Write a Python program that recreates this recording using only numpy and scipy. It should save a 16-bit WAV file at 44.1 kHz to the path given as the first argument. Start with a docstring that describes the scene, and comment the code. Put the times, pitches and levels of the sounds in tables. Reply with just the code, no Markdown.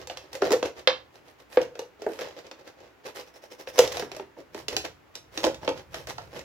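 """Trimming a plastic bottle

Close to the microphone in a small room, hands squeeze and turn a thin bottle on cardboard as a blade
trims it. Blade and fingers scrape in short strokes, and the table rumbles. The wall buckles in snaps,
each a short crack and a hollow ring of the dented panel. The bottle thuds and clacks as it buckles
or bumps the cardboard, and the room answers."""
import sys
import numpy as np
from scipy import signal
from scipy.fft import rfft, irfft, next_fast_len
from scipy.io import wavfile

SR = 44100
rng = np.random.default_rng(int(sys.argv[2]) if len(sys.argv) > 2 else 0)


def dump_mix(stems):
    """Bounce the given channels to the path in sys.argv[1] as a 16-bit WAV at rate SR."""
    frames = np.atleast_2d(stems).T  # one column per channel
    limited = np.clip(frames, -1, 1)  # hard clip at full scale
    pcm = np.round(limited * 32767).astype(np.int16)
    wavfile.write(sys.argv[1], SR, pcm)


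N = 284004


def amp(db):
    return 10 ** (np.asarray(db) / 20)


def unit_rms(x):
    return x / np.sqrt(np.mean(x ** 2) + 1e-20)


def filtered(x, response):
    """x times a response of frequency."""
    size = next_fast_len(N + SR // 4)
    return irfft(rfft(x, size) * response(np.fft.rfftfreq(size, 1 / SR)), size)[..., :N]


def coloured(x, spectrum):
    """x given a (Hz, dB) spectrum, at rms 1."""
    knots_hz, db = np.transpose(spectrum)
    return unit_rms(filtered(x, lambda hz: amp(np.interp(np.log(hz + 1), np.log(knots_hz), db))))


def minimum_phase(db):
    """A response with these gains that lets nothing sound before the blow."""
    cepstrum = irfft(np.log(np.maximum(amp(db), 1e-6)))
    half = len(cepstrum) // 2
    return np.exp(rfft(np.r_[cepstrum[0], 2 * cepstrum[1:half], np.zeros(half)]))


def stereo_noise(size, width):
    """A shared part and an opposed part."""
    mid, side = rng.standard_normal((2, size))
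    return np.array([mid + width * side, mid - width * side])


def add(out, start_s, x):
    """Mix x into out."""
    i = max(round(start_s * SR), 0)
    out[:, i:i + x.shape[1]] += x[:, :max(out.shape[1] - i, 0)]


# the air of the room: (frequency [Hz], level [dB])
AIR_SPECTRUM = [(25, -30), (40, -18.5), (62, -7), (80, -23.5), (200, -12), (300, -1.5), (550, -6.5),
                (900, -7.5), (2300, -13.5), (4000, -23), (7200, -28.5), (8200, -37.5), (16000, -31.5)]
def room_tone(air_db, hum_db, hum_hz):
    """Quiet steady air and a low hum around the microphone."""
    hum = amp(hum_db) * np.sin(2 * np.pi * hum_hz * np.arange(N) / SR)
    return amp(air_db) * coloured(stereo_noise(N, width=0.81), AIR_SPECTRUM) + hum


# the bottle slides and turns on the cardboard: (time [s], level [dB])
SLIDING = [(0, -58), (.3, -68.5), (3.6, -74.5), (4.0, -56), (4.35, -73), (4.8, -52), (5.05, -68),
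           (5.68, -52), (5.87, -59), (5.98, -52.5), (6.44, -55.5)]
# the table's rumble: (frequency [Hz], level [dB])
RUMBLE_SPECTRUM = [(25, -31), (45, -12.5), (62, -1.5), (76, -1), (96, -2), (125, -1), (165, -4.5),
                   (200, -13.5), (400, -44.5)]
def table_rumble(stroke_push, level_db, rub_db=-25.5, thump_db=-48, thump_fade_s=0.072):
    """The sliding bottle rumbles through the cardboard; strokes and clear buckles each add a push."""
    t = np.arange(N) / SR
    push = amp(np.interp(t, *np.transpose(SLIDING))) + amp(rub_db) * stroke_push
    for start, _, ring_db, *_ in BUCKLES:
        push += amp(ring_db + thump_db) * (t > start) * np.exp(-np.abs(t - start) / thump_fade_s)
    rumble = coloured(stereo_noise(N, width=0.34), RUMBLE_SPECTRUM)
    return amp(level_db) * push * rumble * amp([[-.8], [.8]])


# strokes, edge high for the blade and low for a fingertip: (peak [s], length [s], level [dB], edge [dB])
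STROKES = [(0.013, 0.11, -46, -3), (0.113, 0.057, -43.5, -2), (.2, 0.27, -52.5, -1), (.35, .085, -40, 5),
           (0.459, 0.14, -34, -11.5), (0.658, 0.073, -35.5, -2.5), (0.786, .09, -45, -2),
           (1.16, 0.098, -54, 3), (1.283, .11, -54, 5), (1.405, .07, -54, 4), (1.544, 0.13, -44.5, 10.5),
           (1.626, 0.055, -41.5, 3.5), (1.79, 0.15, -53, -12), (2.02, .08, -48, -14),
           (2.125, 0.21, -46.5, 7), (2.214, .1, -39, -2), (2.28, 0.16, -45.5, -4), (2.384, .08, -45, -4.5),
           (2.46, 0.07, -49, -4.5), (2.6, 0.075, -53, -6.5), (2.675, 0.078, -46.5, -0.5),
           (2.829, 0.2, -54, -8), (3.071, .09, -39.5, 2.5), (3.162, 0.047, -41, 10),
           (3.195, .1, -42.5, 3.5), (3.77, 0.11, -40, 3), (3.84, .1, -32, 0), (3.962, 0.19, -34, -0.5),
           (4.15, 0.17, -46, -4.5), (4.393, .07, -52, -19.5), (4.579, 0.14, -44.5, 4),
           (4.731, 0.082, -37.5, -2.5), (4.852, 0.036, -35, -2.5), (5.16, 0.054, -47, 2),
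           (5.38, 0.17, -41, 5.5), (5.458, 0.092, -37, -13.5), (5.645, 0.098, -42.5, -9),
           (5.784, 0.1, -44.5, -1.5), (5.968, 0.16, -41.5, 4), (6.096, 0.078, -37.5, 3.5),
           (6.205, 0.27, -53, 2.5), (6.365, 0.15, -41, 0)]
def stroke_force(rise_share=0.42, hollow_per_edge=0.55):
    """Drive of hollow, scrape and fizz: each stroke swells and fades; more edge trades hollow for fizz."""
    t, force = np.arange(N) / SR, np.zeros((3, N))
    for peak, length, db, edge in STROKES + sawing(count=6):
        swell = np.interp((t - peak) / length, [-rise_share, 0, 1 - rise_share], [0, 1, 0])
        force += amp([db - hollow_per_edge * edge, db, db + edge])[:, None] * swell
    return force


def slips(per_second, spread_db, fade_s=0.00088):
    """Grain of the tiny slips under a stroke: irregular, a few large among many small."""
    when, rarity = rng.random((int(per_second * N / SR), 2)).T
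    sizes = amp(-spread_db * np.log(np.maximum(rarity, .01)))
    impulses = np.bincount((when * N).astype(int), sizes ** 2, N)
    energy = signal.lfilter([1], [1, -np.exp(-1 / (fade_s * SR))], impulses)
    return unit_rms(np.sqrt(energy))


# the rubbed bottle's hollow, stick-slip, finest slips, blade's thin ring: (frequency [Hz], level [dB])
HOLLOW_SPECTRUM = [(120, -27.5), (250, -9.5), (330, -1.5), (420, -1.5), (510, 4.5), (620, -1), (760, -10),
                   (1200, -42)]
SCRAPE_SPECTRUM = [(400, -30.5), (800, 6.5), (1400, 1), (2500, -2.5), (4200, -4), (5800, -8.5),
                   (7400, -14.5), (8200, -32.5), (16000, -65)]
FIZZ_SPECTRUM = [(4000, -42.5), (7500, -0.5), (11000, 0), (14000, 1), (16000, -11.5)]
BLADE_SPECTRUM = [(4300, -39), (5200, 0), (5700, -2), (6100, -4.5), (6900, -18)]
# how deep the blade bites: (time [s], depth [0-1])
BLADE_BITE = [(3.0, 0.05), (3.15, 0), (3.35, 0.9), (3.75, 1), (3.85, 0.31)]
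def scraping(force, hollow_db, scrape_db, fizz_db, blade_db, room_db):
    """Close up, slips rasp on the film, stir the hollow of the bottle and make the blade ring."""
    hollow_force, scrape_force, fizz_force = force
    grain = slips(per_second=1500, spread_db=3)
    bite = np.interp(np.arange(N) / SR, *np.transpose(BLADE_BITE))

    def friction(spectrum, width):
        return coloured(grain * stereo_noise(N, width), spectrum)

    hollow = amp(hollow_db) * hollow_force * friction(HOLLOW_SPECTRUM, width=0.35)
    scrape = amp(scrape_db) * scrape_force * friction(SCRAPE_SPECTRUM, width=0.91)
    fizz = amp(fizz_db) * fizz_force * friction(FIZZ_SPECTRUM, width=1.0)
    blade = amp(blade_db) * scrape_force * bite * friction(BLADE_SPECTRUM, width=0.45)
    direct = hollow + (film(scrape + fizz) + blade) * amp([[-1.2], [1]])
    return direct + amp(room_db) * room_tail(direct, t60=0.19, width=0.44)[:, :N]


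# resonances of the stiff film: (frequency [Hz], width [Hz], gain [dB])
FILM_RESONANCES = [(1680, 69, 2), (1880, 120, 4), (2400, 110, -2.5), (2624, 410, 3.5), (2860, 200, 0),
                   (3500, 380, -0.5), (5600, 1700, 2)]
def film(x):
    """The bottle's thin wall colours its cracks and scrapes."""
    for hz, width_hz, db in FILM_RESONANCES:
        x = x + (amp(db) - 1) * signal.lfilter(*signal.iirpeak(hz, hz / width_hz, SR), x)
    return x


def room_tail(x, t60, width):
    """The small room's diffuse answer to x, different at each call."""
    t = np.arange(int(.4 * SR)) / SR
    onset = 1 - np.exp(-(t / 0.00048) ** 2)
    response = stereo_noise(len(t), width) * amp(-60 * t / t60) * onset
    response /= np.linalg.norm(response, axis=1, keepdims=True)
    return signal.fftconvolve(x, response, axes=1)


def crinkles(pitch_hz=508, spread_octaves=0.15, scatter=0.1, sharpness_db=-11.5):
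    """Each of the STROKES sets off one small buckle near its peak; rows as in BUCKLES."""
    rows = []
    for peak, length, db, _ in STROKES:
        when, detune, swing, jump = rng.standard_normal(4)
        start = peak + scatter * length * when
        hz = pitch_hz * 2 ** (spread_octaves * detune)
        rows.append((start, hz, db - 2.5 - swing, db - 3.5 - jump, sharpness_db))
    return rows


def ring(t, modes, rise_s):
    """Plastic swings to a new shape and is quickly damped by the hand; a thin wall radiates little bass."""
    swing = sum(amp(db + rng.normal(0, 1) - 60 * t / t60) * np.sin(2 * np.pi * hz * t)
                for hz, db, t60 in modes)
    radiation = signal.butter(3, [256, 6000], "band", fs=SR, output="sos")
    sound = signal.sosfilt(radiation, swing * (1 - np.exp(-t / rise_s)))
    return sound / np.abs(sound).max()


# a crack with equal clack, crack and tick: (frequency [Hz], level [dB])
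CRACK_SPECTRUM = [(200, -41.5), (480, -5.5), (720, 7.5), (1080, -0.5), (1750, -1), (3000, -0.5), (4500, 1),
                  (5800, 3), (7400, 1), (8300, -6.5), (12000, -3), (15500, -9.5)]
def crack(t, levels_db, fade_s, bands_hz):
    """A crease jumps through the film: a sharp burst shaped in three bands, clack, crack and tick."""
    hz = np.fft.rfftfreq(len(t), 1 / SR) + 1
    knots_hz, db = np.transpose(CRACK_SPECTRUM)
    colour = np.interp(np.log(hz), np.log(knots_hz), db)
    colour += np.interp(np.log(hz), np.log(bands_hz), levels_db)
    burst = rng.standard_normal((2, len(t))) * np.exp(-t / fade_s)
    burst /= np.linalg.norm(burst, axis=1, keepdims=True)
    mid, side = rfft(burst) * minimum_phase(colour)
    side *= np.interp(hz, [600, 4000], [.42, .72])  # short waves differ more from left to right
    return irfft([mid + side, mid - side], len(t)) * (t < t[-1] / 2)


# clear buckles of the wall: (time [s], pitch [Hz], ring [dB], crack [dB], tick over crack [dB])
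BUCKLES = [(.0723, 494, -41, -40.5, -8.5), (0.0984, 530, -41, -34, -30), (0.1719, 525, -40, -36.5, -14),
           (.332, 360, -57, -48, -3), (.352, 530, -27, -40, -8.5), (0.4204, 395.5, -13.5, -31.5, -18),
           (0.5061, 394, -17.5, -32.5, -11.5), (.519, 460, -19.5, -29, -5.5), (.526, 471, -14, -32.5, -2),
           (.533, 495, -9.5, -30, -23.5), (0.6281, 490, -16.5, -31.5, -18), (.656, 451, -26, -45.5, -19),
           (0.8739, 521, -11, -10.5, -41), (1.572, 495, -3.5, -32.5, -31.5),
           (1.6153, 530, -35, -35.5, -17.5), (1.7536, 490, -35, -50, -13.5), (1.7919, 487, -23, -40.5, -7),
           (2.0196, 437, -29, -49.5, -6), (2.0645, 432, -15.5, -56, -1), (2.19, 489, -28.5, -42, -10),
           (2.217, 516, -30.5, -38.5, -31.5), (2.513, 540, -40.5, -41, -19.5), (3.0659, 432, -38, -56, 1.5),
           (3.6733, 505, -29, -40.5, -23.5), (3.781, 524, -15.5, -30, -8.5), (3.7888, 534, -28, -20, -5.5),
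           (3.7909, 491, -3, -21, -7), (3.819, 516, -32, -37, -18.5), (3.8762, 485, -38.5, -32.5, -11),
           (3.9237, 470, -45.5, -36.5, -5), (3.952, 448, -42.5, -42, -12), (3.97, 699, -29, -34.5, -8),
           (3.9961, 492, -25, -34, -7.5), (4.0241, 424, -26.5, -50, -13.5),
           (4.1164, 373, -37.5, -37.5, -16.5), (4.165, 614, -36.5, -47, -2.5),
           (4.197, 394, -27.5, -45.5, -30.5), (4.546, 407, -31.5, -42, -13),
           (4.6828, 434, -32.5, -25.5, -15), (4.766, 420, -29, -21.5, -11), (4.852, 520, -34.5, -39, -18),
           (5.1536, 420, -55, -36.5, -9.5), (5.3753, 321, -29.5, -27, -15.5),
           (5.433, 563, -24.5, -37.5, -9), (5.4406, 540, -27, -21, -20), (5.449, 560, -35, -31, -7.5),
           (5.467, 531, -14.5, -36, -11.5), (5.5446, 282, -54, -41, -12.5),
           (5.6773, 511, -17.5, -27, -32.5), (5.69, 527, -15, -34.5, -14), (5.9435, 658, -31, -35, -13.5),
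           (6.0712, 645, -36.5, -41, -6), (6.1818, 460, -46, -38, -23.5)]
# modes of a dented panel: (multiple of its pitch [ratio], level [dB], t60 [s])
PANEL_MODES = [(.72, -27.5, 0.013), (1, 7, 0.053), (1.201, -16, 0.04), (1.451, -25.5, 0.0078)]
def snaps(ring_db, crack_db, ring_room_db, crack_room_db):
    """Every buckle cracks and rings near the microphone; each excites the room in its own way."""
    rings, ring_tails, cracks = np.zeros((3, 2, N))
    t = np.arange(4096) / SR
    for start, pitch_hz, ring_level, crack_level, sharpness in BUCKLES + crinkles():
        modes = [(ratio * pitch_hz, db, t60) for ratio, db, t60 in PANEL_MODES]
        swing = amp(ring_level + ring_db) * ring(t, modes, rise_s=0.0015)
        panel = at_microphone(np.array([swing, swing]), start)
        clack_level = -5 + 0.44 * (ring_level + crack_level)  # grows with both swing and jump
        levels = [clack_level, crack_level, crack_level + sharpness]
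        burst = crack(t, levels, fade_s=.0036, bands_hz=[1400, 3700, 10100])
        crease = at_microphone(amp(crack_db) * burst * amp([[-1.5], [1.2]]), start)
        add(rings, start, panel)
        add(cracks, start, crease)
        add(ring_tails, start, amp(ring_room_db) * room_tail(panel, t60=0.27, width=0.3))
        add(cracks, start, amp(crack_room_db) * room_tail(crease, t60=0.24, width=0.2))
    return with_echoes(rings) + ring_tails + film(cracks)


# the bottle's place before the microphone: (time [s], lead of the right channel [samples])
RIGHT_LEAD = [(0, 2), (4.2, 2), (4.7, 5.33), (6.44, 5)]
def at_microphone(x, time_s):
    """The sound reaches the right side a little earlier."""
    lead = round(np.interp(time_s, *np.transpose(RIGHT_LEAD)))
    left = np.pad(x[0], (lead, 0))[:x.shape[1]]
    return np.array([left, x[1]])


# reflections off the near walls: (delay [s], level [dB])
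WALL_ECHOES = [(.00972, -8.5), (.031, -13), (0.0486, -22.5)]
def with_echoes(x):
    """The direct sound, then its copies off the walls."""
    return x + sum(amp(db) * np.pad(x, ((0, 0), (round(s * SR), 0)))[:, :N] for s, db in WALL_ECHOES)


# hollow thuds and dull clacks of the bottle: (time [s], thud [dB], clack [dB])
THUDS_AND_CLACKS = [(.0993, -40, -27.5), (0.4213, -17.5, -14.5), (0.514, -14.5, -29), (.627, -19.5, -24),
                    (.8738, -24.5, -8), (1.5729, -15, -16.5), (2.065, -17.5, -24.5), (2.513, -37, -35.5),
                    (4.0239, -25.5, -25), (4.1975, -27, -33), (4.368, -36.5, -49.5), (4.547, -25.5, -54),
                    (4.684, -30, -44), (4.766, -26, -48), (4.85, -38, -31.5), (5.441, -10.5, -34),
                    (5.448, -15, -38), (5.47, -48, -41), (5.63, -28, -36), (5.678, -13.5, -30),
                    (6.1838, -45, -25), (6.36, -29, -54)]
# modes of the whole bottle: (frequency [Hz], level [dB], t60 [s])
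BOTTLE_MODES = [(242, -3.5, 0.022), (276, -1, 0.048), (325.6, -6, 0.12), (484, -10, 0.073),
                (610, 5.5, 0.027), (639, -16, 0.021), (780, -14.5, 0.013), (883, 2, 0.027)]
# colour of a dull clack: (clack band [dB], crack band [dB], tick band [dB])
CLACK_COLOUR = [-1, -29.5, -48.5]
def thuds_and_clacks(thud_db, clack_db, room_db):
    """The bottle gives a hollow thud and a dull clack as its wall buckles or bumps the cardboard."""
    direct, tails = np.zeros((2, 2, N))
    t = np.arange(4096) / SR
    for start, thud_level, clack_level in THUDS_AND_CLACKS:
        burst = crack(t, CLACK_COLOUR, fade_s=.0025, bands_hz=[1637, 3600, 9200])
        clack = amp(clack_level + clack_db) * burst
        thud = amp(thud_level + thud_db) * ring(t, BOTTLE_MODES, rise_s=0.0012)
        sound = at_microphone((thud + clack) * amp([[-.8], [.8]]), start)
        add(direct, start, sound)
        add(tails, start, room_tail(sound, t60=0.29, width=0.43))
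    return with_echoes(direct) + amp(room_db) * tails


def sawing(count, start_s=3.278, period_s=.082, length_s=0.066, first_db=-51.5, step_db=1.83, edge_db=2):
    """The blade saws evenly to and fro, each stroke firmer than the last; rows as in STROKES."""
    return [(start_s + k * period_s, length_s, first_db + k * step_db, edge_db) for k in range(count)]


def scene():
    """Snaps, thuds, clacks and scraping up close, over the table's rumble and the room tone."""
    force = stroke_force()
    return (snaps(ring_db=-1.5, crack_db=29.5, ring_room_db=-6.5, crack_room_db=-3.5)
            + thuds_and_clacks(thud_db=-2.5, clack_db=24.5, room_db=-3.0)
            + scraping(force, hollow_db=-2.0, scrape_db=-4.0, fizz_db=-20.0, blade_db=-8.0, room_db=-5.5)
            + table_rumble(force[0], level_db=0.5)
            + room_tone(air_db=-58.5, hum_db=-78, hum_hz=62.0))


def record(dry, top_hz=16000):
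    """At the microphone the loudest snaps round off at full scale; nothing passes the band limit."""
    clipped = dry / (1 + np.abs(dry) ** 6) ** (1 / 6)
    return filtered(clipped, lambda hz: hz < top_hz)


dry = scene()
out = record(dry)
dump_mix(out)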